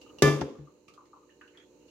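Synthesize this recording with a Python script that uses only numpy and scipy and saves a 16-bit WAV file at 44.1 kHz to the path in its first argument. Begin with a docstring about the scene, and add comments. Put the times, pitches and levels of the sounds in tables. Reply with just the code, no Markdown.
"""A small kitchen, beside a steel sink: a heavy enamelled pot lands on the counter, then rocks and settles.
The pot is sums of dying modes with shaped noise for crack and clatter; the sink rim answers with low modes.
Whey drips from a colander of curds as gliding sines with splats of noise.
Fingers tick and rub on handle and rim as resonant noise; a refrigerator hums in harmonics over noise.
The recorder's gain ducks after the loud sound and creeps back."""
import sys
import numpy as np
from scipy import signal
from scipy.fft import rfft, irfft, next_fast_len
from scipy.io import wavfile
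from scipy.ndimage import uniform_filter1d

SR = 44100
rng = np.random.default_rng(int(sys.argv[2]) if len(sys.argv) > 2 else 0)


def to_wav(sig):
    """Store sig (one row per channel, or 1-D mono) as 16-bit WAV at the path in sys.argv[1].

    Samples outside -1..1 are clipped; the rate is SR.
    """
    pcm = np.clip(np.atleast_2d(sig), -1, 1) * 32767
    pcm = np.round(pcm).astype(np.int16)
    wavfile.write(sys.argv[1], SR, pcm.T)  # frames by channels


N = 83790  # samples, 1.9 s


def amp(db):
    """Decibels to gain."""
    return 10 ** (np.asarray(db) / 20)


def unit(x):
    """Scale to rms 1."""
    return x / np.sqrt(np.mean(x ** 2) + 1e-20)


def along(points, hz):
    """Read a curve of (Hz, value) points on a log frequency axis."""
    f, v = np.transpose(points)
    return np.interp(np.log(hz + 1), np.log(f + 1), v)


def pan(side_db):
    """Left and right gains for a level difference, left minus right in dB."""
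    return amp(np.array([[.5], [-.5]]) * side_db)


def since(s):
    """Seconds since a moment, zero before it."""
    return np.maximum(np.arange(N) / SR - s, 0)


def fade(t, t60):
    """Exponential decay that falls 60 dB in t60 seconds."""
    return np.exp(-np.log(1000) * t / t60)


def rise(t, attack_s):
    """Soft onset with an exponential time constant."""
    return 1 - np.exp(-t / attack_s)


def resonance(hz, pitch_hz, width_hz):
    """Bell-shaped gain of one damped resonance."""
    return 1 / (1 + (2 * (hz - pitch_hz) / width_hz) ** 2)


def filtered(x, response):
    """Apply a response of frequency to x through its spectrum."""
    m = next_fast_len(N + SR // 2)
    gain = response(np.fft.rfftfreq(m, 1 / SR))
    return irfft(rfft(x, m) * gain, m)[..., :N]


# How alike left and right noise are. Each row: frequency in Hz, likeness (1 is mono, 0 unrelated).
LIKENESS = [(60, 0.79), (200, 0.85), (550, 0.58), (1650, 0.21), (5000, 0.021)]


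def noise(gain, side_db=np.zeros_like):
    """Stereo noise of rms 1 with a given colour and balance, its channels more alike in the bass."""
    def mid_side(hz):
        turn = np.arccos(np.clip(along(LIKENESS, hz), -1, 1)) / 2
        return np.array([np.cos(turn), np.sin(turn)])

    mid, side = filtered(rng.standard_normal((2, N)), mid_side)
    stereo = np.array([mid + side, mid - side])
    return unit(filtered(stereo, lambda hz: gain(hz) * pan(side_db(hz))))


def dying(x, start_s, t60s):
    """Let each frequency of x die at its own speed from the start on."""
    hz, t, z = signal.stft(x, SR, nperseg=256)
    decay = fade(np.maximum(t - start_s, 0), along(t60s, hz)[:, None])
    y = signal.istft(z * decay, SR, nperseg=256)[1]
    return y[:, :N] * rise(since(start_s), 0.00077)


# Reverberation of the small room. Each row: frequency in Hz, t60 in seconds.
ROOM_DECAY = [(200, 1), (2000, 0.23), (10000, 0.15)]


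def kitchen(x):
    """The small room's answer: convolution with noise whose treble dies faster than its bass."""
    tail = dying(noise(np.ones_like), 0.0015, ROOM_DECAY)
    return signal.fftconvolve(x, tail / np.linalg.norm(tail[0]), axes=1)[:, :N]


def drift():
    """Slow random wander of rms 1, mostly below 2 Hz."""
    return unit(filtered(rng.standard_normal(N), lambda hz: 1 / (1 + (hz / 2) ** 4)))


# Refrigerator harmonics. Each row: multiple of the fundamental, level in dB rms.
FRIDGE_HARMONICS = [(1, -69), (5, -64), (6, -65.5), (8, -68), (10, -74.5), (15, -77.5)]
FRIDGE_HZ, HUM_WANDER_DB, HUM_WANDER_RAD = 59.6, 0.62, .5
AIR_SIDE_DB = -2  # left minus right, hum and room noise


def refrigerator():
    """The hum is a set of harmonics, each slightly unsteady in level and phase."""
    hum = 0
    for k, db in FRIDGE_HARMONICS:
        level = np.sqrt(2) * amp(db + HUM_WANDER_DB * drift())
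        hum += level * np.sin(2 * np.pi * k * FRIDGE_HZ * since(0) + HUM_WANDER_RAD * drift())
    return hum * pan(AIR_SIDE_DB)


# Colour of the low room noise. Each row: frequency in Hz, level in dB per Hz.
AIR_COLOUR = [(25, -45), (60, -8), (200, -8), (320, 0), (520, -1), (680, -19.5), (950, -16), (3000, -41.5)]
# Swell of the room noise. Each row: time in seconds, level in dB.
AIR_SWELL = [(0, -59.5), (.2, -53.5), (.8, -59), (1.649, -59.5), (1.818, -57), (1.9, -59.5)]


def room_air():
    """Low coloured noise whose level swells and sinks."""
    level = amp(np.interp(since(0), *np.transpose(AIR_SWELL)))
    return level * noise(lambda hz: amp(along(AIR_COLOUR, hz))) * pan(AIR_SIDE_DB)


# Colour of the microphone hiss. Each row: frequency in Hz, level in dB per Hz.
HISS_COLOUR = [(1000, -9), (2000, -2), (2800, 8), (3450, -8.5), (4100, 6.5), (5000, -6), (6700, 7),
               (8500, -10.5), (15800, -13.5)]
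# Balance of the hiss. Each row: frequency in Hz, left minus right in dB.
HISS_BALANCE = [(1600, 2), (5000, -9), (7000, -10.5), (9000, 4)]
HISS_DB = -68


def microphone_hiss():
    """Steady treble noise with its own colour and balance."""
    colour = lambda hz: amp(along(HISS_COLOUR, hz))
    return amp(HISS_DB) * noise(colour, lambda hz: along(HISS_BALANCE, hz))


# Drops of whey landing in the sink. Each row: start in seconds, level in dB, starting bubble pitch in Hz.
WHEY_DROPS = [(0.062, -57.5, 1290), (0.102, -58, 1295), (0.552, -51.5, 1190), (0.672, -49.5, 1229),
              (.977, -41.5, 1182), (1.007, -49.5, 1190), (1.131, -41.5, 1203), (1.160, -48.5, 1060),
              (1.229, -58, 1250), (1.411, -51, 1284)]
DRIP_ATTACK_S, DRIP_T60_S, DRIP_SIDE_DB = 0.0022, 0.044, 3
DRIP_GLIDE_PER_S = -7  # the pitch falls exponentially
SPLAT_DB, SPLAT_HZ, SPLAT_WIDTH_HZ, SPLAT_T60_S = -5.5, 1076, 400, 0.13  # level relative to its drop
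BASIN_ECHO_S, BASIN_ECHO_DB, DRIP_ROOM_DB = 0.0058, -1.5, -10.5


def plop(s, db, hz):
    """A bubble's short sine, gliding down as it dies."""
    t = since(s)
    glide = np.exp(np.clip(DRIP_GLIDE_PER_S * t, -1, 1)) * (t > 0)
    phase = 2 * np.pi * hz * np.cumsum(glide) / SR
    return 2 * amp(db) * np.sin(phase) * rise(t, DRIP_ATTACK_S) * fade(t, DRIP_T60_S)


def drips():
    """Each drop plops and softly splats; the basin echoes the plop once, the room answers both."""
    plops, wetness = 0, 0
    for s, db, hz in WHEY_DROPS:
        t = since(s)
        plops += plop(s, db, hz) + plop(s + BASIN_ECHO_S, db + BASIN_ECHO_DB, hz)
        wetness += amp(db + SPLAT_DB) * rise(t, DRIP_ATTACK_S) * fade(t, SPLAT_T60_S)
    splats = wetness * noise(lambda hz: np.exp(-(2 * (hz - SPLAT_HZ) / SPLAT_WIDTH_HZ) ** 2 / 2))
    dry = pan(DRIP_SIDE_DB) * (plops + splats)
    return dry + amp(DRIP_ROOM_DB) * kitchen(dry)


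# Fingers rubbing along handle and rim. Each row: start in seconds, length in seconds, level in dB,
# resonance in Hz, width of the resonance in Hz.
FINGER_RUBS = [(0.06, 0.055, -61, 2880, 250), (1.53, 0.12, -58.5, 1900, 1100),
               (1.58, 0.13, -72.5, 3370, 299), (1.797, 0.061, -70, 2820, 300)]
GRIP_TOP_HZ, GRIP_SWING_DB = 180, 2.5  # fastest change of grip, its rms swing
HANDS_SIDE_DB = -3  # left minus right


def rubs():
    """Fingers slide with an uneven grip and excite one resonance of the handle or the plastic."""
    dry = np.zeros((2, N))
    for s, length_s, db, pitch_hz, width_hz in FINGER_RUBS:
        stroke = np.sqrt(np.abs(np.sin(np.pi * np.minimum(since(s) / length_s, 1))))
        grip = unit(filtered(rng.standard_normal(N), lambda hz: hz < GRIP_TOP_HZ))
        body = noise(lambda hz: resonance(hz, pitch_hz, width_hz))
        dry += amp(db) * stroke * unit(amp(GRIP_SWING_DB * grip) * body)
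    return dry * pan(HANDS_SIDE_DB)


# Fingers ticking on pot handle and colander. Each row: start in seconds, level in dB, resonance in Hz,
# width of the resonance in Hz, broadband snap in dB relative to the resonance.
FINGER_TICKS = [(.014, -55, 2793, 255, 2.5), (0.185, -48.5, 2820, 160, -0.5), (0.881, -48, 2586, 470, -2),
                (.883, -55.5, 1210, 166, 1.5), (.937, -64, 1220, 200, 12), (1.055, -66, 2070, 401, 5),
                (1.292, -55, 1790, 250, -24), (1.3, -54.5, 2860, 208, -18), (1.412, -46, 1620, 337, -35),
                (1.412, -53.5, 2750, 303, -10), (1.477, -54, 2800, 445, -9), (1.573, -47, 3290, 248.5, -10),
                (1.882, -59.5, 2810, 250, -2)]
# Colour of the snap. Each row: frequency in Hz, level in dB per Hz.
SNAP_COLOUR = [(200, 7), (1200, 0), (1800, -8), (4500, 2), (6500, -2.5), (8500, -10.5), (15000, -23)]
TICK_T60_S, SNAP_T60_S, TICK_ROOM_DB = 0.083, 0.055, -1.5


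def ticks():
    """Each touch is a light snap and one damped resonance, answered by the room."""
    dry = np.zeros((2, N))
    for s, db, pitch_hz, width_hz, snap_db in FINGER_TICKS:
        t = since(s)
        body = noise(lambda hz: resonance(hz, pitch_hz, width_hz)) * fade(t, TICK_T60_S)
        snap = noise(lambda hz: amp(along(SNAP_COLOUR, hz))) * fade(t, SNAP_T60_S)
        dry += amp(db) * rise(t, 0.00035) * (body + amp(snap_db) * snap) * pan(HANDS_SIDE_DB)
    return dry + amp(TICK_ROOM_DB) * kitchen(dry)


# Modes of the sink rim. Each row: frequency in Hz, level in dB, t60 in seconds.
RIM_MODES = [(73, -25.5, .12), (143, -22, 0.14), (276.6, -28, 0.3), (419.6, -34.5, 0.44), (534, -36, 0.52),
             (892, -26.5, 0.054)]
RIM_KNOCK_S = .4155
THUD_ATTACK_S, THUD_SIDE_DB = .001, 3  # shared by rim and counter


def rim():
    """The rocking pot knocks the steel rim of the sink, which answers with a few low modes."""
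    t = since(RIM_KNOCK_S)
    ring = sum(amp(db) * fade(t, t60) * np.sin(2 * np.pi * hz * t) for hz, db, t60 in RIM_MODES)
    return ring * rise(t, THUD_ATTACK_S) * pan(THUD_SIDE_DB)


# Modes of the counter under the pot. Each row: frequency in Hz, level in dB, undamped t60 in seconds.
COUNTER_MODES = [(68.4, -9.5, 0.26), (145.5, -1.5, 0.97), (198.9, -18.5, 0.45), (303, -5.5, 0.39),
                 (414.2, -1.5, 0.38), (550.5, -17, 0.9), (584, -22.5, 0.22), (725, -19.5, 0.21)]
PUSH_HZ, PUSH_DB, PUSH_T60_S = 390, 15, .017


def counter_thud(t, soft):
    """A short dead push and the counter's modes, duller for a softer contact."""
    push = -amp(PUSH_DB) * soft(PUSH_HZ) * fade(t, PUSH_T60_S) * np.sin(2 * np.pi * PUSH_HZ * t)
    modes = sum(amp(db) * soft(hz) * fade(t, t60) * np.cos(2 * np.pi * hz * t)
                for hz, db, t60 in COUNTER_MODES)
    return (push + modes) * rise(t, THUD_ATTACK_S) * pan(THUD_SIDE_DB)


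# Modes of the pot wall; the close pair beats slowly. Each row: frequency in Hz, level in dB,
# undamped t60 in seconds, left minus right in dB.
WALL_MODES = [(1026, -7, 0.3, -7), (1166, -1, 0.52, 0), (1185, 4, 0.54, 1), (1444, -6, 0.27, 3),
              (1744, 9, 0.33, -3), (2055, -5.5, .38, -7), (2347, 0, 0.38, 2), (2702, -10, 0.42, 8),
              (3101, -9, 0.3, -9), (3585, -7.5, 0.35, 0), (4893, -12, 0.22, 8)]
RING_ATTACK_S, RING_LAG_RAD = .011, 0.8  # the lag is the phase between left and right


def wall_ring(t):
    """The pot wall rings in its modes, with left and right out of phase."""
    lag = RING_LAG_RAD * np.array([[.5], [-.5]])
    modes = sum(amp(db) * pan(side) * fade(t, t60) * np.sin(2 * np.pi * hz * t + lag)
                for hz, db, t60, side in WALL_MODES)
    return modes * rise(t, RING_ATTACK_S)


# The pot meets the counter. Each row: start in seconds, counter thud in dB, pot ring in dB, clatter in dB,
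# crack in dB, hardness as corner frequency in Hz, seconds until the seated base damps the ring.
POT_CONTACTS = [(0.2217, -14.5, -26, -17.5, -15.5, 17400, 0.2),
                (0.2772, -19.5, -29, -37, -24.5, 487, 0.014), (0.4109, -41.5, -62, -40, -31, 5070, 0.062),
                (0.4151, -27, -64, -33.5, -26, 917, 0.02), (.586, -30.5, -75.5, -54.5, -42.5, 132, 0.087)]
# Dense upper modes of pot, counter and sink. Each row: frequency in Hz, level in dB per Hz.
CLATTER_COLOUR = [(40, -27), (110, -8.5), (300, 2), (450, 2), (750, -7.5), (1100, -7.5), (1600, -21),
                  (3000, -18.5), (4000, -23.5), (6200, -20.5), (8500, -32), (12000, -31), (15500, -43.5)]
# How long the clatter rings. Each row: frequency in Hz, t60 in seconds.
CLATTER_DECAY = [(60, 0.54), (300, 0.76), (700, 0.41), (1500, 0.63), (5000, 0.51), (14000, 0.38)]
# Colour of the crack. Each row: frequency in Hz, level in dB per Hz.
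CRACK_COLOUR = [(100, -24), (400, -3.5), (1500, 1), (3500, -2.5), (6200, -1.5), (8500, -12), (15500, -18)]
# Balance of crack and clatter. Each row: frequency in Hz, left minus right in dB.
POT_BALANCE = [(60, -1), (950, 3), (1900, -0.5), (3800, -3.5), (6500, -8.5), (9000, 3.5)]
POT_SEAT_STRETCH = 0.97  # the wall's time to damp, as a share of the counter's
CRACK_T60_S, CRACK_ATTACK_S, CLATTER_RISE_S = 0.056, 0.00043, 0.018
MODE_SPACING_HZ, MODE_DEPTH_DB = 21.93, 5.5  # many close, uneven modes; depth fades towards the bass


def pot():
    """Each contact thumps the counter, rings the pot wall and sets off a crack and a dense clatter."""
    out = np.zeros((2, N))
    mode_db = MODE_DEPTH_DB * np.clip(rng.standard_normal(size=4096), -2, 2)

    def uneven(hz):
        return np.interp(hz / MODE_SPACING_HZ, np.arange(len(mode_db)), mode_db) * hz / (hz + 1000)

    for s, thud_db, ring_db, clatter_db, crack_db, top_hz, seat_s in POT_CONTACTS:
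        t = since(s)
        soft = lambda hz: 1 / np.sqrt(1 + (hz / top_hz) ** 4)
        seated = lambda after_s: np.exp(-(t / after_s) ** 4)

        def coloured(spectrum):
            gain = lambda hz: amp(along(spectrum, hz) + uneven(hz)) * soft(hz)
            return noise(gain, lambda hz: along(POT_BALANCE, hz))

        clatter = dying(coloured(CLATTER_COLOUR), s, CLATTER_DECAY) * rise(t, CLATTER_RISE_S)
        crack = coloured(CRACK_COLOUR) * fade(t, CRACK_T60_S) * rise(t, CRACK_ATTACK_S)
        out += amp(thud_db) * counter_thud(t, soft) * seated(seat_s)
        out += amp(ring_db) * wall_ring(t) * seated(POT_SEAT_STRETCH * seat_s)
        out += amp(clatter_db) * clatter + amp(crack_db) * crack
    return out


def scene():
    """Everything at the sink, from the background to the pot."""
    background = refrigerator() + room_air() + microphone_hiss()
    hands = rubs() + ticks()
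    return background + drips() + hands + rim() + pot()


DUCK_ABOVE_DB, DUCK_MOST_DB, DUCK_ATTACK_S, RECOVER_DB_PER_S = -50, 7.5, 0.36, 10
LOW_CUT_HZ, TOP_HZ = 88, 15800


def record(dry):
    """Gain control ducks after loud sound and recovers steadily; then the low cut and the band limit."""
    power = uniform_filter1d(np.mean(dry ** 2, axis=0), size=256)
    level_db = 10 * np.log10(np.abs(power) + 1e-12)
    wanted_db = np.clip(level_db - DUCK_ABOVE_DB, 0, DUCK_MOST_DB)
    # hold the deepest duck so far, released at a steady rate
    back_db = RECOVER_DB_PER_S * since(0)
    duck_db = np.maximum.accumulate(wanted_db + back_db) - back_db
    # the gain follows with a one-pole lag
    step = 1 / (DUCK_ATTACK_S * SR)
    out = dry * amp(-signal.lfilter([step], [1, step - 1], duck_db))
    out = signal.sosfilt(signal.butter(2, LOW_CUT_HZ, 'highpass', fs=SR, output='sos'), out)
    return filtered(np.clip(out, -1, 1), lambda hz: hz < TOP_HZ)


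dry = scene()
out = record(dry)
to_wav(out)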